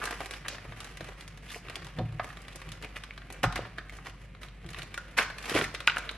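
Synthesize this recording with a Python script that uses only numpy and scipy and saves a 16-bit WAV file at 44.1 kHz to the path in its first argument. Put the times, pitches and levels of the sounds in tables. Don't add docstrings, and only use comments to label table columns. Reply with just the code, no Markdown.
import sys
import numpy as np
from scipy import signal
from scipy.fft import rfft, irfft
from scipy.io import wavfile
from scipy.ndimage import uniform_filter1d

SR = 44100
rng = np.random.default_rng(int(sys.argv[2]) if len(sys.argv) > 2 else 0)


def digitize_waveform(pressure):
    field = np.atleast_2d(pressure).T
    bounded = np.clip(field, -1, 1)
    quanta = np.round(bounded * 32767).astype(np.int16)
    wavfile.write(sys.argv[1], SR, quanta)


N = 272097
HZ = np.fft.rfftfreq(N, 1 / SR)
TIME = np.arange(N) / SR

# time in seconds, level in dB.
FINGER_EFFORT = [(0, -58), (0.65, -48), (1.35, -54), (1.6, -66), (1.75, -47.5), (2.1, -54), (2.35, -50),
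                 (2.7, -48), (2.88, -52), (3.15, -54), (3.32, -54), (3.8, -55.5), (4.12, -56.5),
                 (4.33, -61.5), (4.6, -57.5), (4.85, -52), (5.35, -49.5), (6.17, -48)]
# start and length in seconds, level and brightness in dB.
FINGER_STROKES = [(0, 0.059, -37, 1), (0.05, 0.088, -39, 3), (0.183, 0.074, -42, 4.5),
                  (0.311, 0.053, -42.5, 5), (0.455, 0.016, -41.5, -16), (0.496, 0.055, -43, -13),
                  (0.78, 0.12, -47.5, 5.5), (1.029, .06, -46, 2), (1.184, 0.046, -50.5, 5),
                  (1.433, 0.043, -48, 5), (1.503, 0.054, -45, 15), (1.648, 0.076, -45, -5),
                  (1.973, 0.014, -46, -13), (2.235, 0.08, -49, 6), (2.828, 0.023, -40, -13),
                  (2.962, 0.014, -38.5, 5), (3.31, 0.056, -48, -23), (3.433, 0.0077, -19.5, 3),
                  (3.553, 0.015, -33, -4), (3.57, 0.084, -46, -13), (3.778, 0.013, -41, -16),
                  (3.929, 0.041, -49.5, 7), (3.985, 0.025, -57, -2), (4.046, 0.036, -45.5, 5),
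                  (4.2, 0.047, -55, 5.5), (4.418, 0.036, -47, 6), (4.69, 0.025, -48, -2),
                  (4.768, 0.034, -39, 0), (4.984, 0.0052, -57, -1), (5.179, 0.026, -24, 4),
                  (5.201, 0.029, -30.5, 0), (5.418, 0.13, -39, 2.5), (5.483, 0.04, -34, 6),
                  (5.546, 0.041, -25.5, 1), (5.585, 0.052, -36, 7.5), (5.872, 0.0036, -34.5, 15.5),
                  (5.963, 0.0055, -34, 5), (6.026, 0.053, -45, -20)]
# frequency in Hz, gain in dB.
BODY_COLOUR = [(120, -24.5), (230, 0), (340, -1.5), (560, 0), (850, -13.5), (1300, -2.5), (3000, -28)]
CRINKLE_COLOUR = [(400, -57), (800, -2.5), (1100, 0), (1500, 1.5), (2100, 0), (3000, -4), (4200, -14.5),
                  (6000, -23.5), (10000, -66)]
FIZZ_COLOUR = [(2000, -52.5), (4000, 8), (5500, 11), (8000, 9), (11000, 9), (12500, 11), (15500, -14)]
# frequency in Hz, gain in dB.
AIR_COLOUR = [(20, -36), (30, -15), (45, 6.5), (60, -3), (80, -3.5), (115, 0.5), (160, 2), (210, -8),
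              (400, -17), (1400, -27.5), (2100, -17.5), (5000, -37.5), (11000, -44), (14000, -51)]
# start and length in seconds, level in dB,
# slips per second, then the resonance's first pitch, last pitch and width in Hz.
FILM_DRAGS = [(0.004, 0.043, -36.5, 260, 1410, 1300, 400), (0.039, 0.039, -43, 380, 1590, 1530, 600),
              (0.102, 0.034, -36, 640, 886, 1370, 1500), (0.067, 0.029, -44, 580, 800, 900, 700),
              (0.202, 0.025, -36.5, 485, 554, 1340, 800), (0.443, 0.029, -43, 340, 1940, 1230, 600),
              (0.486, 0.086, -51.5, 1130, 4840, 4400, 2600), (1.475, 0.062, -48, 670, 2780, 2930, 1390),
              (1.534, 0.04, -45, 107, 2040, 2730, 590), (1.557, 0.014, -43.5, 460, 576, 476, 397),
              (1.978, 0.042, -37, 457, 586, 456, 428), (2.957, 0.014, -37, 430, 2410, 1880, 1180),
              (3.432, 0.0088, -30, 830, 2250, 1100, 1790), (3.433, 0.019, -29.5, 600, 300, 342, 159),
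              (3.49, 0.018, -38, 225, 1390, 1380, 250), (3.557, 0.014, -33, 730, 1710, 1200, 1380),
              (4.056, 0.025, -41.5, 760, 1280, 1680, 1970), (5.167, .029, -32.5, 950, 1890, 1480, 1480),
              (5.201, 0.026, -31.5, 690, 1500, 1870, 1310), (5.514, 0.015, -34, 273, 450, 302, 202),
              (5.545, 0.031, -25.5, 425, 325, 460, 219), (5.57, 0.064, -34.5, 510, 280, 340, 287),
              (5.555, 0.022, -34.5, 1170, 1700, 2100, 2380), (5.636, 0.017, -32, 620, 2200, 2140, 400)]
# frequency in Hz, level in dB, time to fall 60 dB in seconds.
WALL_AND_POT_MODES = [(763, 25.5, 0.021), (1020, -35, 0.18), (1261, 13.5, 0.087), (1462, 4, 0.12),
                      (1660, -37, 0.031), (2027, 10, 0.12), (2680, -28, 0.046)]
# frequency in Hz, time to fall 60 dB in seconds.
ROOM_DECAY = [(100, 1), (500, 0.28), (1500, 0.55), (4000, 0.55), (8000, 0.34), (14000, 0.7)]
# frequency in Hz, gain in dB.
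TAIL_COLOUR = [(100, 4), (400, -4.5), (900, 3), (1500, 0.5), (2200, -4), (3000, -5.5), (5000, 0.5),
               (8000, -1), (11000, -20.5), (15000, -1)]
SIDE_COLOUR = [(100, -30), (300, -33), (600, -12.5), (2500, -11.5), (5000, 2.5), (14000, -9.5)]
# start in seconds, level in dB, brightness in dB per octave, focus in dB.
CREASE_SNAPS = [(0.0392, -39, 3, 3), (0.0548, -36.5, 3, 0.5), (0.1092, -38, 0, 0), (0.1277, -41.5, -4, 3.5),
                (0.2049, -38.5, 0, 5), (0.2591, -42, 1.5, 1.5), (0.3093, -38, 2.5, 5), (0.3374, -38, 3, 13),
                (0.4484, -45, -4, 17), (0.4825, -32.5, 4.5, 6.5), (0.5466, -43, -2, 9),
                (0.5825, -42, -7.5, 19), (0.651, -52, -9, 7), (0.722, -43.5, -5, 11), (0.7656, -51, -4, 15),
                (0.8039, -41, 3.5, 6.5), (0.8448, -44.5, 1.5, 1), (0.9714, -44.5, 1.5, 3),
                (1.0072, -40, -3.5, 3.5), (1.0438, -49, 0.5, 2), (1.087, -46.5, -2.5, 0),
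                (1.1204, -50.5, -11, 20), (1.2082, -45.5, 4.5, 8), (1.2782, -47.5, 3.5, 4.5),
                (1.3741, -50, 1, 2.5), (1.504, -41.5, 2, 23), (1.685, -41, 1, 19), (1.6978, -40, -0.5, 3.5),
                (1.7562, -37.5, 8, 14.5), (1.7664, -48.5, -7, 7), (1.8207, -45.5, -4, 11),
                (1.8459, -47, 1, 2.5), (1.868, -45.5, -0.5, 2.5), (1.9867, -39, 4, 21), (2.124, -54, -2, 2),
                (2.1975, -32, -8.5, 19), (2.244, -43, -1.5, 0), (2.303, -43.5, -7, 18),
                (2.371, -43, -1.5, 7), (2.418, -65.5, 9, 1), (2.482, -42.5, 0.5, 8), (2.529, -53, 3.5, 7),
                (2.5579, -50, 2.5, -5.5), (2.6165, -44.5, 0, 6.5), (2.6895, -46.5, 7.5, 16),
                (2.7187, -42.5, 8, 12.5), (2.8244, -43.5, 3, 7), (2.8462, -46, -1.5, -0.5),
                (2.9648, -54, 8, 9), (3.0365, -39, 1.5, 8.5), (3.1772, -41, 0, 12), (3.2185, -46.5, -4, 16),
                (3.3019, -44, -1.5, 2), (3.3253, -71.5, 13, -6), (3.4342, -41, -3, 6),
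                (3.4398, -25.5, -6, 11), (3.4426, -28, -8, 14), (3.525, -40, 1.5, 6.5),
                (3.5579, -35.5, 1.5, 3.5), (3.577, -38, 0.5, 8), (3.6505, -42.5, -8.5, 17),
                (3.783, -39.5, -1, 9.5), (3.896, -53.5, 8, 11.5), (3.9235, -51, -1.5, 3.5),
                (3.9685, -65, 8, 0), (3.9866, -48.5, -17, 29.5), (4.0685, -53, -1, 0),
                (4.096, -49.5, 4, 10), (4.349, -49.5, -4.5, 13), (4.432, -42, 3.5, 13.5),
                (4.4847, -50, 7, 21), (4.644, -52, -4, 6.5), (4.663, -52, 5.5, 10), (4.6892, -44.5, 2, 8),
                (4.704, -55, 5.5, 1), (4.732, -45.5, 3, 8), (4.745, -37.5, 0.5, 16),
                (4.7866, -41.5, 2.5, 6), (4.8195, -38.5, 8.5, 23), (4.83, -44.5, 0, 0.5),
                (4.942, -37.5, 1.5, 6), (4.9764, -38, 1, 4), (5.1115, -80, 4.5, -13), (5.182, -36, 4, 3),
                (5.1868, -18, -4.5, 19), (5.195, -29, -3.5, 6.5), (5.301, -40.5, -2, 5),
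                (5.3834, -41, 5, 10), (5.427, -48, 2.5, 1), (5.456, -39.5, 2.5, 6), (5.4962, -32.5, 1.5, 3),
                (5.5491, -31, 3.5, 10), (5.5744, -25, -4, 24), (5.589, -35, 0, 0), (5.612, -25.5, -1.5, 18),
                (5.6418, -35, 1, 2), (5.742, -49, -1.5, -5), (5.7475, -32, 3, 13), (5.8038, -34.5, 0.5, 9),
                (5.8746, -20.5, -0.5, 14.5), (5.8981, -29, -1, 16), (5.9825, -38, 1, -1),
                (6.0914, -30, 5, 27), (6.112, -66.5, 0, -19)]
# low and high edge in Hz, gain in dB.
CREASE_BANDS = [(252, 1100, 0), (1038, 2020, 0), (2290, 3970, -1.5), (4480, 12500, -2)]
# start in seconds, level in dB, pitch in Hz, time to fall 60 dB in seconds.
WALL_BUCKLES = [(0.0747, -24.5, 1606, 0.03), (1.7566, -28, 3350, 0.0043), (2.196, -21.5, 1650, 0.0084),
                (2.1975, -22.5, 710, 0.011), (2.8462, -27, 2280, 0.01), (3.1085, -26, 2180, 0.0055),
                (3.4392, -19.5, 722, 0.025), (3.592, -20.5, 525, 0.0057), (3.784, -27, 1604, 0.012),
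                (3.896, -29, 2080, 0.0088), (4.9775, -25.5, 1420, 0.023), (5.187, -11.5, 2090, 0.0082),
                (5.8756, -1, 2600, 0.0027), (5.8771, -27, 3580, 0.006), (5.8801, -12.5, 1477, 0.038),
                (5.8982, -16.5, 2860, 0.0049), (5.898, -26, 1970, 0.02), (5.968, -27, 2880, 0.011),
                (5.9696, -14, 1460, 0.0095), (6.0917, -31, 3620, 0.0043)]
# start in seconds, level in dB, contact in seconds, relative boom in dB.
TRAY_BUMPS = [(0.191, -49, 0.0087, -22), (0.69, -38.5, .058, -3), (1.004, -38.5, .025, -29),
              (1.682, -46.5, 0.0087, -7), (1.817, -39, 0.0048, -13), (1.976, -35.5, 0.0068, -22),
              (1.987, -24.5, 0.018, -35), (2.003, -24, 0.0077, -22), (2.127, -37, 0.025, -11),
              (2.673, -36, 0.017, -20), (2.816, -50, 0.0065, -20), (3.439, -34, .004, -20),
              (3.453, -27.5, 0.0037, 6.5), (3.579, -36, 0.06, -26), (3.629, -38.5, 0.01, -20),
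              (4.653, -31.5, 0.019, -18), (4.768, -45, .02, -6), (5.547, -28.5, 0.022, -19),
              (5.976, -47, 0.0085, -24)]
# frequency in Hz, level in dB, time to fall 60 dB in seconds.
TRAY_AND_ROOM_MODES = [(88, 4, 0.11), (113.6, 5, 0.7), (154, -6, 0.34), (162, 8.5, 0.073), (232, 2, 0.11),
                       (331.4, 1.5, .2), (440, -10, 0.088), (545, -12, 0.1), (663, -16, .093),
                       (1120, -16, 0.46)]
WORKTOP_MODES = [(47.6, -4, 0.59), (118, 8.5, 0.12)]
# frequency in Hz, gain in dB.
JUDDER_COLOUR = [(30, -36), (65, -18), (85, -8), (115, -16.5), (150, 2.5), (180, -14.5), (230, -24),
                 (400, -39), (1000, -68), (4000, -95)]
# frequency in Hz, left-right likeness from 0 to 1.
PORT_LIKENESS = [(100, 1), (700, 0.81), (3000, 0.82), (5000, 0.25), (14000, 0.47)]
# frequency in Hz, lead of the left in radians.
PORT_LEAD = [(20, 0), (650, 0), (1000, .2), (3800, .12), (5000, .9), (6500, 1.9), (8500, 2.5), (16000, 2.7)]
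# frequency in Hz, gain in dB.
MIC_RESPONSE = [(20, -29), (40, 0), (11000, 0), (12500, -7.5), (14000, -10), (16000, -13)]


def amp(db):
    return 10 ** (np.asarray(db) / 20)


def unit_rms(x):
    return x / np.sqrt(np.mean(x ** 2) + 1e-20)


def read(points, hz):
    f, value = np.transpose(points)
    return np.interp(np.log(hz + 1), np.log(f + 1), value)


def add(mix, start, sound):
    part = mix[..., max(round(start * SR), 0):][..., :sound.shape[-1]]
    part += sound[..., :part.shape[-1]]


def colour(x, points, size=4096):
    log_gain = np.log(amp(read(points, abs(np.fft.fftfreq(size, 1 / SR)))))
    taps = np.fft.ifft(np.exp(np.conj(signal.hilbert(log_gain)))).real[:size // 2]
    return signal.oaconvolve(x, taps[None], axes=1)[:, :N]


def ring(modes, t):
    return sum(amp(db - 60 * t / t60) * np.sin(2 * np.pi * hz * t) for hz, db, t60 in modes)


def stereo_pair(x):
    a, b = rfft(x)
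    likeness = read(PORT_LIKENESS, HZ)
    mid, side = a * np.sqrt((1 + likeness) / 2), b * np.sqrt((1 - likeness) / 2)
    return irfft([mid + side, mid - side], N)


def finger_pressure(follow, bright_share, attack_share=0.17, release_s=0.0041, release_share=0.37):
    power = amp(follow * np.interp(TIME, *np.transpose(FINGER_EFFORT))) ** 2
    t = np.arange(-SR // 20, SR // 2) / SR
    for start, length, db, brightness in FINGER_STROKES:
        rise = np.minimum(t, 0) / (attack_share * length)
        fall = np.maximum(t - length, 0) / (release_s + release_share * length)
        stroke = amp(follow * db + bright_share * brightness) * np.exp(rise - fall)
        add(power, start + t[0], stroke[start + t >= 0] ** 2)
    return np.sqrt(power)


def film_crackle(slips_per_s=1400, spread_db=4, rub=0.14, grain_s=0.0034):
    sizes = amp(spread_db * np.minimum(rng.exponential(1, N), 4))
    slips = sizes * (rng.random(N) < slips_per_s / SR)
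    bursts = signal.lfilter([1], [1, -np.exp(-2 / (grain_s * SR))], slips ** 2)
    power = bursts / (uniform_filter1d(bursts, size=3000) + 1e-6) + rub ** 2
    grains = np.sqrt(abs(power)) * rng.standard_normal((2, N))
    body = unit_rms(colour(grains, BODY_COLOUR)) * finger_pressure(follow=0.77, bright_share=-0.17)
    crinkle = unit_rms(colour(grains, CRINKLE_COLOUR)) * finger_pressure(follow=1, bright_share=0)
    fizz = unit_rms(colour(grains, FIZZ_COLOUR)) * finger_pressure(follow=1.07, bright_share=1)
    return amp(-21) * body + amp(-5) * crinkle + amp(-17) * fizz


def room_tone(hum_hz=49.5, air_db=-53, hum_db=-51, octave_db=-63):
    air = unit_rms(stereo_pair(colour(rng.standard_normal((2, N)), AIR_COLOUR)))
    phase = 2 * np.pi * hum_hz * TIME
    hum = amp(hum_db) * unit_rms(np.sin(phase)) + amp(octave_db) * unit_rms(np.sin(2 * phase))
    return amp(air_db) * air + hum


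def resonate(x, hz, width):
    carrier = np.exp(2j * np.pi * np.cumsum(hz) / SR)
    pole = np.exp(-np.pi * width * 1.5 / SR)
    return (carrier * signal.lfilter([(1 - pole) ** 2], [1, -2 * pole, pole ** 2], x / carrier)).real


def squeaks_and_rips(jitter=0.4, uneven_db=4, hiss=0.044, treble_db=-19, taut_hz=2000, gain_db=-1):
    out = np.zeros(N)
    for start, length, db, rate, first_hz, last_hz, width in FILM_DRAGS:
        size = int(length * SR)
        gaps, heights = rng.standard_normal((2, 100))
        at = (np.cumsum(np.exp(jitter * gaps)) / rate * SR).astype(int)
        slips = hiss * rng.standard_normal(SR // 4)[:size]
        slips[at[at < size]] += amp(uneven_db * heights[at < size])
        film = unit_rms(resonate(slips, np.geomspace(first_hz, last_hz, size), width))
        treble = amp(treble_db) * (last_hz / taut_hz) ** 2 * unit_rms(slips)
        add(out, start, amp(db + gain_db) * (film + treble) * signal.windows.tukey(size, 0.5))
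    return out


def tray_and_pot_ring(film, gain_db=-14):
    modes = ring(WALL_AND_POT_MODES, np.arange(SR // 2) / SR)
    response = modes / np.linalg.norm(modes) / 3
    return amp(gain_db) * signal.oaconvolve(film, response[None], axes=1)[:, :N]


def kitchen(x, tail_db=-7, early_db=-10, early_s=0.0048):
    taps = rng.standard_normal((2, SR)) * (rng.random((2, SR)) < 4000 / SR)
    t = np.arange(SR) / SR
    hz, frame_s, bands = signal.stft(taps * (t > 0.004), SR, nperseg=256)
    decay = amp(-60 * frame_s / read(ROOM_DECAY, hz)[:, None])
    tail = signal.istft(bands * decay, SR, nperseg=256)[1][:, :SR]
    tail = colour(tail / np.linalg.norm(tail[0]), TAIL_COLOUR)[:, :SR]
    early = np.roll(taps, SR // 2, axis=1) * (t > 0.002) * np.exp(-t / early_s)
    mid, side = amp(tail_db) * tail + amp(early_db) * early / np.linalg.norm(early[0])
    side = colour(side[None], SIDE_COLOUR)[0, :SR]
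    return signal.oaconvolve(x, np.array([mid + side, mid - side]), axes=1)[:, :N]


def faint_snaps(count=36, offset_db=-4, spread_db=2, focus_db=10):
    starts = (np.arange(count) + rng.random(count)) / count * N / SR
    size, tone = rng.uniform(-1, 1, (2, count))
    levels = np.interp(starts, *np.transpose(FINGER_EFFORT)) + offset_db + spread_db * size
    brightness = 2 + 2 * tone
    return zip(starts, levels, brightness, np.full(count, focus_db))


def crease_snaps(strain_s=0.0014, flutter_s=0.0035, settle_s=0.02, pivot_hz=2040, focus_octaves=1.79,
                 gain_db=-1.5):
    lead, out = 200, np.zeros((2, N))
    t = np.arange(-lead, 2400) / SR
    strain = 0.018 * np.exp(-abs(t) / strain_s)
    flutter = 0.65 * np.exp(-abs(t) / flutter_s) + 0.038 * np.exp(-abs(t) / settle_s)
    filters = [signal.butter(3, (lo, hi), "bandpass", fs=SR, output="sos") for lo, hi, _ in CREASE_BANDS]
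    for start, db, brightness, focus in [*faint_snaps(), *CREASE_SNAPS]:
        snap = rng.standard_normal((2, len(t))) * np.where(t < 0, strain, flutter)
        snap[:, lead] += 2
        for sos, (lo, hi, band_db) in zip(filters, CREASE_BANDS):
            band = signal.sosfilt(sos, snap)
            onset_rms = np.sqrt(np.mean(band[:, lead:lead + 240] ** 2, axis=1, keepdims=True))
            octaves = np.log2(np.sqrt(lo * hi) / pivot_hz)
            tone_db = band_db + brightness * octaves - focus * (octaves / focus_octaves) ** 2
            add(out, start + t[0], amp(gain_db + db + tone_db) * band / onset_rms)
    return out


def wall_buckles(rise_s=0.0002, sag=0.014, sag_s=0.0046, gain_db=-1):
    t, out = np.arange(SR // 10) / SR, np.zeros(N)
    for start, db, hz, t60 in WALL_BUCKLES:
        cycles = np.cumsum(hz * (1 + sag * np.exp(-t / sag_s))) / SR
        swing = np.sin(2 * np.pi * cycles) * (1 - np.exp(-t / rise_s)) * amp(-60 * t / t60)
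        add(out, start, amp(db + gain_db) * swing / abs(swing).max())
    return out


def tray_bumps(scuff=0.13, swell_s=0.0029, gain_db=-8):
    t, out = np.arange(SR // 2) / SR, np.zeros(N)
    tray_and_room = ring(TRAY_AND_ROOM_MODES, t)
    boom = ring(WORKTOP_MODES, t) * (1 - np.exp(-t / swell_s))
    for start, db, contact_s, boom_db in TRAY_BUMPS:
        contact = np.exp(-t / contact_s) / np.sqrt(contact_s * SR / 100)
        push = scuff * unit_rms(rng.standard_normal(len(t))) * contact
        push[0] += 1
        knock = signal.fftconvolve(push, tray_and_room)[:len(t)]
        add(out, start, amp(db + gain_db) * (2 * knock / abs(knock).max() + amp(boom_db) * boom))
    return out


def tray_judder(gain_db=-8, rest_db=-65, lag_s=0.027, rise_db_per_s=300, fall_db_per_s=200):
    judder = unit_rms(colour(rng.standard_normal((1, N)), JUDDER_COLOUR)[0])
    slide_db = np.full(N, float(rest_db))
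    for start, db, *_ in TRAY_BUMPS:
        t = TIME - start - lag_s
        swell_db = np.minimum(rise_db_per_s * t, -fall_db_per_s * t)
        slide_db = np.maximum(slide_db, db + gain_db + swell_db)
    return judder * amp(slide_db)


def scene(sway_hz=1.3):
    plastic = stereo_pair(crease_snaps() + film_crackle()) + squeaks_and_rips() + wall_buckles()
    direct = plastic + tray_and_pot_ring(plastic)
    sway = 2 * np.pi * sway_hz * TIME
    reflections = kitchen(direct * np.cos(sway)) + kitchen(direct * np.sin(sway))
    return direct + reflections + tray_bumps() + tray_judder() + room_tone()


def record(dry, left_db=-0.55, above_hz=700, edge_hz=15800):
    left = np.exp(1j * read(PORT_LEAD, HZ) / 2) * amp(left_db * (HZ > above_hz))
    ports = irfft(rfft(dry) * np.array([left, 1 / left]) * amp(read(MIC_RESPONSE, HZ)), N)
    lowpass = signal.firwin(255, edge_hz, window=("kaiser", 9), fs=SR)
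    return signal.oaconvolve(ports, lowpass[None], "same")


dry = scene()
out = record(dry)
digitize_waveform(out)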